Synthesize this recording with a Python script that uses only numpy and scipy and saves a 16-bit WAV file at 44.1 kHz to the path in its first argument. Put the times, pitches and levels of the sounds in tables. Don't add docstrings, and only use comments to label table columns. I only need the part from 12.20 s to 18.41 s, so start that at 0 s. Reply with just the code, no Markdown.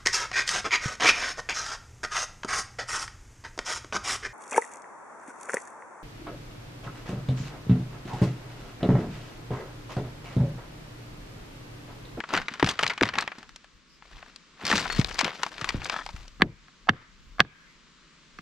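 import sys
import numpy as np
from scipy import signal
from scipy.fft import rfft, irfft, next_fast_len
from scipy.io import wavfile
from scipy.ndimage import uniform_filter1d

SR = 44100
rng = np.random.default_rng(int(sys.argv[2]) if len(sys.argv) > 2 else 0)


def int16_out(signal):
    q = np.round(np.clip(np.atleast_2d(signal).T, -1, 1) * 32767)
    wavfile.write(sys.argv[1], SR, q.astype(np.int16))


N = 273861

# freq_hz, density_db
AIR_COLOUR = [(110, -19.5), (150, 2), (274, -3.5), (620, -14.5), (748, -19.5), (1090, -6.5), (1920, -8.5),
              (4090, -10.5), (7350, -17.5), (15000, -63.5)]
# freq_hz, likeness
AIR_LIKENESS = [(60, 0.19), (380, 0.86), (2380, 0.58), (15000, 0.0304)]
# time_s, gain_db
BREEZE = [(0, 4.5), (1.3, 1), (1.65, -2.5), (2., 1), (4.2, 1), (5., -0.5), (6.2, 2)]
# top_s, level_db, fade_db_per_s
RUMBLE_SWELLS = [(.2, -39, 320), (.46, -51, 216), (1.3, -54, 162), (1.559, -51.5, 299), (1.96, -47.5, 167),
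                 (2.81, -28, 129), (3.56, -41, 107), (3.96, -43, 93), (4.238, -43, 109.5),
                 (4.7, -51.5, 101), (5.1, -49, 59), (5.221, -49, 150.5), (6.2, -55, 101)]
# freq_hz, density_db
RUMBLE_COLOUR = [(15, -4.5), (35, 13), (80, -4), (160, -7.5), (320, -22), (600, -46.5)]
# start_s, length_s, pitch_hz, level_db
FAR_RINGS = [(1.663, 0.14, 5020, -63.5), (5.252, 0.26, 1630, -58.5), (5.42, .16, 2090, -61.5)]
# freq_hz, t60_s
ECHO_DECAY = [(300, 0.1), (1000, 0.36), (2200, 0.44), (8000, 0.051)]
# time_s, left_over_right_db
WORKER_PAN = [(0, 1), (2.2, 3), (2.5, 1), (2.8, 7), (3.1, 2.5), (3.45, 4)]
# freq_hz, likeness
NEAR_LIKENESS = [(100, 1), (1400, 0.96), (3100, 0.74), (7000, 1), (12000, 0.0475)]
# freq_hz, density_db
TWIG_COLOUR = [(88, -58), (150, -7), (332, -8), (583, -9.5), (1170, -5.5), (3910, -9), (4750, -9),
               (7410, -18), (15500, -45.5)]
# top_s, level_db, hold_s, treble_db
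RUSTLES = [(0.152, -24, 0.005, -15), (0.337, -38.5, 0.0079, -12), (0.454, -31, 0.037, -5),
           (0.622, -34.5, 0.036, -6.5), (0.855, -29, 0.0062, -11.5), (0.941, -34.5, 0.08, -15),
           (1.161, -48, 0.046, -22), (1.846, -56, 0.084, -5), (1.896, -51.5, 0.2, -8),
           (2.458, -28.5, 0.086, -9.5), (2.521, -23.5, 0.054, -2), (2.642, -36, 0.25, -1.5),
           (2.94, -41.5, 0.11, -2), (3.059, -30, 0.017, -13), (3.138, -43.5, 0.33, -4),
           (3.486, -40.5, 0.076, -7), (3.645, -37.5, 0.12, -4), (3.829, -53.5, 0.22, 1),
           (4.74, -53, 0.074, -13)]
# break_s, level_db, ring_hz, treble_db
SNAPS = [(.0036, -28.5, 1900, -15.5), (0.0382, -32, 1080, -23), (0.09, -38.5, 990, -1),
         (.106, -35, 1630, -24), (0.1373, -21, 1160, -3.5), (0.1514, -23.5, 1160, -13),
         (0.166, -28.5, 3100, -2), (0.1749, -20.5, 2100, -7), (0.1853, -32, 1630, -20),
         (.216, -33.5, 1530, -4), (0.2832, -25.5, 1500, -6), (0.338, -34.5, 1300, 1),
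         (0.397, -27, 1350, -4.5), (.427, -16.5, 1060, -14.5), (0.4447, -20.5, 2460, -2),
         (0.463, -25, 1780, 4), (0.4722, -24, 770, -5), (0.4895, -19.5, 3200, 7.5), (0.496, -29, 3100, 15),
         (0.5113, -28.5, 1140, 6), (0.591, -19.5, 1280, -4.5), (0.6103, -31, 1100, -5),
         (0.629, -25.5, 990, 0), (0.633, -18.5, 2960, 0), (0.641, -24.5, 1310, -7), (0.6653, -22, 2270, -1),
         (0.6773, -26.5, 3050, 12), (0.6978, -25.5, 2190, -9), (.735, -37.5, 1170, 4),
         (0.7775, -31, 2380, -3), (0.8108, -19, 1600, -13), (0.826, -20.5, 2700, -2),
         (0.8334, -13.5, 2670, -10.5), (0.8548, -25.5, 813, -8), (0.865, -32, 1800, -6),
         (0.889, -24, 1640, -10), (0.938, -29, 2000, -7), (0.9547, -29, 2610, -13),
         (.981, -27.5, 1260, -25), (0.9853, -17.5, 1660, -5.5), (1.009, -31.5, 4150, 24),
         (1.024, -28, 1830, -8), (1.0767, -27, 2200, -10), (1.1177, -34.5, 1460, -15),
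         (1.184, -45.5, 1890, 11), (1.2294, -43, 1070, 0), (1.292, -45.5, 1850, 4),
         (1.3608, -41.5, 2350, 10), (1.4436, -48.5, 1866, -2), (1.824, -47, 1400, -17),
         (2.027, -41.5, 1110, -20), (2.062, -49, 1710, -8), (2.161, -42, 4460, 10),
         (2.412, -43.5, 1170, -19), (2.452, -28, 2120, 13), (2.4666, -25.5, 4870, 6.5),
         (2.478, -29, 4260, 12), (2.5145, -18, 1770, -0.5), (2.5266, -17.5, 1020, -7),
         (2.5552, -25, 2350, 3), (2.571, -28, 3970, 10), (2.58, -26.5, 1650, 3), (2.6545, -28, 985, -37),
         (2.7, -27, 1810, -13), (2.7232, -40, 5840, 14), (2.7964, -27, 2120, 9), (2.813, -24.5, 1930, 1),
         (2.846, -24, 3950, -0.5), (2.911, -33, 2440, -9), (2.944, -38.5, 4300, 29),
         (2.985, -32.5, 2400, 2), (2.9899, -19, 2360, 6), (3.007, -24.5, 2400, 4), (3.0107, -20, 1200, 1),
         (3.0449, -23, 3000, 0), (3.0635, -33, 2320, -13), (3.079, -29, 2770, -15),
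         (3.2327, -20.5, 1090, 2), (3.2641, -29.5, 970, -2), (3.3812, -36, 2440, -1),
         (3.4118, -30.5, 1860, -1), (3.444, -25.5, 2000, 1), (3.474, -37.5, 1060, -11),
         (3.49, -22.5, 2400, 7.5), (3.5047, -33, 2500, -5), (3.618, -36, 2420, -12),
         (3.645, -34.5, 3900, 32), (3.656, -31, 2070, -13), (3.672, -50, 3460, 6), (3.6973, -24, 2540, -2),
         (3.8633, -33, 950, 1), (3.89, -36.5, 1000, -6), (3.963, -43.5, 1786, 2), (4.08, -46.5, 5800, 9)]
# start_s, level_db, first_hz, last_hz, t60_s
THUDS = [(0.137, -32.5, 564, 242, 0.15), (0.314, -36.5, 300, 220, 0.051), (0.4273, -8, 556, 230, 0.046),
         (0.435, -18, 130, 112, 0.082), (0.628, -32.5, 295, 142, 0.13), (0.8172, -9, 523, 247, 0.037),
         (0.822, -25, 132, 110, 0.15), (0.963, -39, 255, 211, 0.11), (1.182, -39, 288, 213, 0.038),
         (2.437, -31, 298, 193, 0.1), (2.532, -17.5, 400, 187.6, 0.1), (2.791, -7, 275, 120, 0.036),
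         (3.03, -23.5, 380, 214, 0.041), (3.418, -32, 257, 107, 0.066), (3.544, -20.5, 446, 94, 0.092),
         (3.941, -31, 148, 58.5, 0.041)]
# start_s, level_db, damped_from_s
PINGS = [(2.457, -38, 2.65), (2.556, -31, 2.5), (2.702, -33.5, 2.762)]
# pitch_hz, level_db, t60_s
BAR_MODES = [(4347, 0, .6), (6864, -12, .12)]
# start_s, level_db
TOOTH_CATCHES = [(3.7249, -21.5), (3.7409, -19.5), (3.7628, -20)]
# start_s, end_s, level_db, teeth_per_s
CHAIN_DRAGS = [(3.706, 3.782, -35, 330), (3.79, 3.822, -30, 165)]
# pitch_hz, level_db
CUT_MODES = [(700, -5), (1000, 0), (1300, 2), (1730, 3.5), (2380, -9), (3400, -7)]
# start_s, level_db, favoured_hz, boom_db, tilt_db_per_octave
BLOWS = [(4.198, -36.5, 1250, -32, -4), (4.209, -22.5, 1260, -48.5, -7), (4.2197, 0.5, 1640, -6, -3),
         (4.482, -43.5, 1295, -70.5, 6.5), (4.671, -33, 820, -66, 0), (4.6824, -27, 860, -60, -8.5),
         (4.6882, -7, 1160, -59, -16.5), (4.6924, -0.5, 1930, -12, -0.5), (4.733, -37, 1150, -39, -6),
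         (5.183, -33, 1250, -59, -4.5), (5.1944, -14, 1280, -29, -4.5), (5.1969, -17, 1250, -28, -7),
         (5.2033, 0.5, 1770, -16.5, -2.5), (5.248, -35, 1560, -36, -6), (6.187, -29.5, 1520, -40, 6.5)]
# pitch_hz, level_db, t60_s
WEDGE_MODES = [(756, -9.5, 0.026), (1230, -2, 0.009), (1652, -4.5, 0.013), (2037, -6, 0.0099),
               (2600, -5, 0.0085), (3310, 12, 0.0023), (4420, -5, 0.0078), (5670, -10.5, 0.0079),
               (7550, -15, 0.0035), (9730, -18, 0.0021), (12980, -22, 0.0036)]
# first_hz, last_hz, t60_s
TRUNK_BOOM = (460, 141, 0.055)
# freq_hz, left_over_right_db
MIC_BALANCE = [(6000, 1), (9000, -1.5), (15000, -6.5)]

AIR_DB, RUMBLE_REST_DB = -59, -68.5
STIR_DB_PER_S, SETTLE_DB_PER_S = 310, 230
LEAD_IN_SAMPLES, SNAP_T60_S, CUT_T60_S = 176, 0.032, 0.021
DUCK_ABOVE_DB, BAND_EDGE_HZ = -19.5, 15750


def amp(db):
    return 10 ** (np.asarray(db) / 20)


def unit_rms(x):
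    return x / np.sqrt(np.mean(x ** 2) + 1e-20)


def at_hz(table, hz):
    freq_hz, value = np.transpose(table)
    return np.interp(np.log(hz + 1), np.log(freq_hz + 1), value)


def add(mix, start_s, sound):
    part = mix[:, round(start_s * SR):][:, :sound.shape[-1]]
    part += sound[..., :part.shape[1]]


def pan(db):
    return amp([db / 2 * np.ones(1), -db / 2 * np.ones(1)])


def stereo_noise(a, b, likeness, gain):
    size = next_fast_len(len(a))
    hz = np.fft.rfftfreq(size, 1 / SR)
    alike = np.clip(at_hz(likeness, hz), 0, 1)
    left = rfft(a, size)
    right = alike * left + np.sqrt(1 - alike ** 2) * rfft(b, size)
    return unit_rms(irfft(np.array([left, right]) * gain(hz), size)[:, :len(a)])


def smoothed(noise, samples):
    return unit_rms(uniform_filter1d(noise, size=samples))


def swell(top_s, db, hold_s, rise_db_per_s, fade_db_per_s):
    t = np.arange(N) / SR - top_s
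    return amp(2 * (db + rise_db_per_s * np.minimum(t, 0) - fade_db_per_s * np.maximum(t - hold_s, 0)))


def hush():
    a, b, c, d, lumps = rng.standard_normal((5, N))
    air = stereo_noise(a, b, AIR_LIKENESS, lambda hz: amp(at_hz(AIR_COLOUR, hz)))
    air *= amp(np.interp(np.arange(N) / SR, *np.transpose(BREEZE)))
    rumble = stereo_noise(c, d, [(25, 0.68), (100, 0.52)], lambda hz: amp(at_hz(RUMBLE_COLOUR, hz)))
    swells = sum(swell(s, db, 0, 1.14 * fade, fade) for s, db, fade in RUMBLE_SWELLS)
    rumble *= np.sqrt(swells + amp(2 * RUMBLE_REST_DB))
    return amp(AIR_DB) * air * pan(0.53) + rumble * amp(0.89 * smoothed(lumps, 2000))


def far_ring(length_s, pitch_hz, db):
    noise = rng.standard_normal((2, round(length_s * SR)))
    ring = unit_rms(signal.lfilter(*signal.iirpeak(pitch_hz, Q=14, fs=SR), noise))
    return amp(db) * ring * np.hanning(noise.shape[1]) ** .5


def trunk_echoes(x):
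    taps = np.zeros((2, SR))
    arrivals = np.arange(900, SR - 20, 20) + rng.integers(0, 20, (2, (SR - 901) // 20))
    np.put_along_axis(taps, arrivals, rng.choice([-1., 1.], arrivals.shape), 1)
    hz, t, bands = signal.stft(taps, SR, nperseg=256)
    build_up = np.minimum(t / 0.21, 1)
    decay = amp(-60 * t / at_hz(ECHO_DECAY, hz)[:, None])
    tail = signal.istft(bands * build_up * decay, SR, nperseg=256)[1]
    return signal.fftconvolve(x.mean(0)[None], tail / np.linalg.norm(tail[0]), axes=1)[:, :N]


def rustle():
    swells = np.array([swell(s, db, hold, STIR_DB_PER_S, SETTLE_DB_PER_S) for s, db, hold, _ in RUSTLES])
    treble_db = np.transpose(RUSTLES)[3][swells.argmax(0)]
    treble_db = uniform_filter1d(treble_db, size=1300)
    a, b = rng.standard_normal((2, N))
    noise = stereo_noise(a, b, NEAR_LIKENESS, lambda hz: amp(at_hz(TWIG_COLOUR, hz)))
    sizes = amp(2.8 * np.minimum(rng.exponential(1, (7, N)), 3))
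    cracks = sizes * (rng.random((7, N)) < 180 / SR)
    shared, *per_band = signal.lfilter([1], [1, -np.exp(-1 / (0.0021 * SR))], cracks)
    out, below = np.zeros((2, N)), 0
    for top_hz, own in zip([700, 1400, 2400, 4000, 8000, 20000], per_band):
        up_to = signal.sosfiltfilt(signal.butter(2, top_hz, fs=SR, output="sos"), noise)
        crackle = unit_rms(0.3 + 0.7 * unit_rms(shared) + 1.4 * unit_rms(own))
        treble = amp(treble_db * np.clip(0.63 * np.log2(top_hz / 2800), 0, 1.6))
        out += (up_to - below) * crackle * treble
        below = up_to
    clumps = amp(1.52 * smoothed(rng.standard_normal(N), 600))
    return out * unit_rms(clumps) * np.sqrt(swells.sum(0))


def twig_gain(hz, rings_hz, treble_db):
    shelves_db = treble_db / (1 + (3500 / (hz + 1)) ** 4) - 7 / (1 + (11000 / (hz + 1)) ** 4)
    rings = 1 + sum(g / (1 + ((hz - f) / (0.076 * f)) ** 2) for f, g in zip(rings_hz, [1.5, .7, .7]))
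    bass_cut = 1 / (1 + (450 / (hz + 1)) ** 3)
    return amp(at_hz(TWIG_COLOUR, hz) + shelves_db) * rings * bass_cut


def twig_snap(db, ring_hz, treble_db):
    t = (np.arange(3072) - LEAD_IN_SAMPLES) / SR
    after = np.maximum(t, 0)
    t60 = SNAP_T60_S * amp(4 * rng.standard_normal())
    a, b, lumps = rng.standard_normal((3, len(t)))
    rings_hz = ring_hz * np.append(1, 2 ** rng.uniform(-1, 1.374, size=2))
    burst = stereo_noise(a, b, NEAR_LIKENESS, lambda hz: twig_gain(hz, rings_hz, treble_db))
    burst *= amp(0.19 * smoothed(lumps, 40))
    dull = signal.lfilter(*signal.butter(2, 3000, fs=SR), burst)
    bright = (burst - dull) * amp(-25 * after / t60)
    lead_in = amp(-19.5 + 8500 * np.minimum(t, 0)) * np.exp(-after / 0.0004)
    tear = amp(-60 * after / t60) * (1 - np.exp(-after / 0.00013))
    scrape = amp(-18.5 - 60 * after / 0.055) * (1 - np.exp(-after / 0.001))
    sound = burst * lead_in + (dull + bright) * tear + dull * scrape
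    return amp(db) * sound / np.sqrt(np.mean(sound[:, LEAD_IN_SAMPLES:LEAD_IN_SAMPLES + 260] ** 2))


def thud(db, first_hz, last_hz, t60):
    t = np.arange(12000) / SR
    hz = last_hz + (first_hz - last_hz) * np.exp(-t / 0.0033)
    turns = np.cumsum(hz) / SR
    onset = np.sin(np.minimum(2 * turns, np.pi / 2)) ** 2
    push = amp(-60 * t / t60) * onset * -np.sin(2 * np.pi * turns)
    noise = rng.standard_normal((2, len(t))) * 0.12 + rng.standard_normal(len(t))
    band = signal.butter(1, [0.62 * last_hz, 1.09 * last_hz], "band", fs=SR)
    shudder = unit_rms(signal.lfilter(*band, noise))
    shudder = signal.lfilter(*signal.butter(2, 500, fs=SR), shudder)
    shudder *= amp(-10.5 - 60 * t / (3.46 * t60)) * (1 - np.exp(-t / 0.0011))
    return amp(db) * (push / abs(push).max() + shudder)


def bar_ping(start_s, db, damped_from_s):
    t = np.arange(6000) / SR
    ring = sum(amp(mode_db - 60 * t / t60) * np.sin(2 * np.pi * hz * t) for hz, mode_db, t60 in BAR_MODES)
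    touching_s = np.maximum(t + start_s - damped_from_s, 0)
    return amp(db - 60 * touching_s / 0.036) * ring * pan(2.3)


def chain_teeth():
    catches = list(TOOTH_CATCHES)
    for start_s, end_s, db, per_s in CHAIN_DRAGS:
        times = np.arange(start_s, end_s, 1 / per_s)
        jitter, size = rng.standard_normal((len(times), 2)).T
        catches += zip(times + 0.15 * jitter / per_s, db + 2.2 * size)
    t, out = np.arange(1500) / SR, np.zeros((2, N))
    hz, mode_db = np.transpose(CUT_MODES)[:, :, None]
    for start_s, db in catches:
        uneven, phase = rng.standard_normal((2, len(CUT_MODES), 1))
        modes = np.sin(2 * np.pi * (hz * (1 + 0.043 * uneven) * t + phase))
        knock = (amp(mode_db + 2.5 * uneven - 60 * t / CUT_T60_S) * modes).sum(0)
        knock *= 1 - np.exp(-t / 0.0003)
        add(out, start_s, amp(db) * knock / abs(knock).max())
    return out


def hammer_blow(db, favoured_hz, boom_db, tilt_db):
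    t = np.arange(12000) / SR
    hz, mode_db, t60 = np.transpose(WEDGE_MODES)[:, :, None]
    spot_db = -10 * np.minimum(abs(np.log2(hz / favoured_hz)), 1.2)
    crisp_db = tilt_db * np.log2(1 + hz / 2000)
    phase = rng.random(hz.shape) + 0.033 * rng.standard_normal((2, *hz.shape)) * np.sqrt(hz / 4000)
    modes = np.sin(2 * np.pi * (hz * t + phase))
    ring = (amp(mode_db + spot_db + crisp_db - 60 * t / t60) * modes).sum(1)
    ring *= 1 - np.exp(-(t / (.0003 - 3e-5 * db)) ** 2)
    grit = rng.standard_normal((2, len(t))) * amp(-22 - 60 * t / 0.033)
    dull = signal.lfilter(*signal.butter(1, 3600, fs=SR), ring)
    ring += signal.oaconvolve(dull, grit, axes=1)[:, :len(t)]
    boom = np.roll(thud(boom_db, *TRUNK_BOOM), round(0.002 * SR), axis=1)
    return amp(db) * ring / abs(ring.mean(0)).max() * pan(-2.7) + boom


def scene():
    worker, hammer, background = rustle() + chain_teeth(), np.zeros((2, N)), hush()
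    for break_s, *row in SNAPS:
        add(worker, max(break_s - LEAD_IN_SAMPLES / SR, 0), twig_snap(*row))
    worker *= pan(np.interp(np.arange(N) / SR, *np.transpose(WORKER_PAN)))
    for start_s, *row in THUDS:
        add(worker, start_s, thud(*row))
    for start_s, *row in PINGS:
        add(worker, start_s, bar_ping(start_s, *row))
    for start_s, *row in BLOWS:
        add(hammer, start_s, hammer_blow(*row))
    for start_s, *row in FAR_RINGS:
        add(background, start_s, far_ring(*row))
    bark = smoothed(rng.standard_normal(N), 50)
    echoes = trunk_echoes(amp(-34) * worker + amp(-41) * hammer * bark)
    return background + echoes + worker + hammer


def record(dry):
    size = next_fast_len(N)
    balance = pan(at_hz(MIC_BALANCE, np.fft.rfftfreq(size, 1 / SR)))
    left, right = irfft(rfft(dry, size) * balance, size)[:, :N]
    mics = np.array([np.roll(left, 1), right])
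    power_db = 10 * np.log10(abs(uniform_filter1d((mics ** 2).mean(0), size=200)) + 1e-12)
    fall_db = np.arange(N) * 60. / SR
    held_db = np.maximum.accumulate(power_db + fall_db) - fall_db
    over_db = np.maximum(held_db - DUCK_ABOVE_DB, 0)
    late_db = np.roll(uniform_filter1d(over_db, size=200), 200)
    ducked = mics / amp(.5 * late_db)
    rounded = ducked / (1 + ducked ** 6) ** (1 / 6)
    lowpass = signal.firwin(401, BAND_EDGE_HZ, window=("kaiser", 12), fs=SR)
    return signal.oaconvolve(rounded, lowpass[None], "same")


dry = scene()
out = record(dry)
int16_out(out)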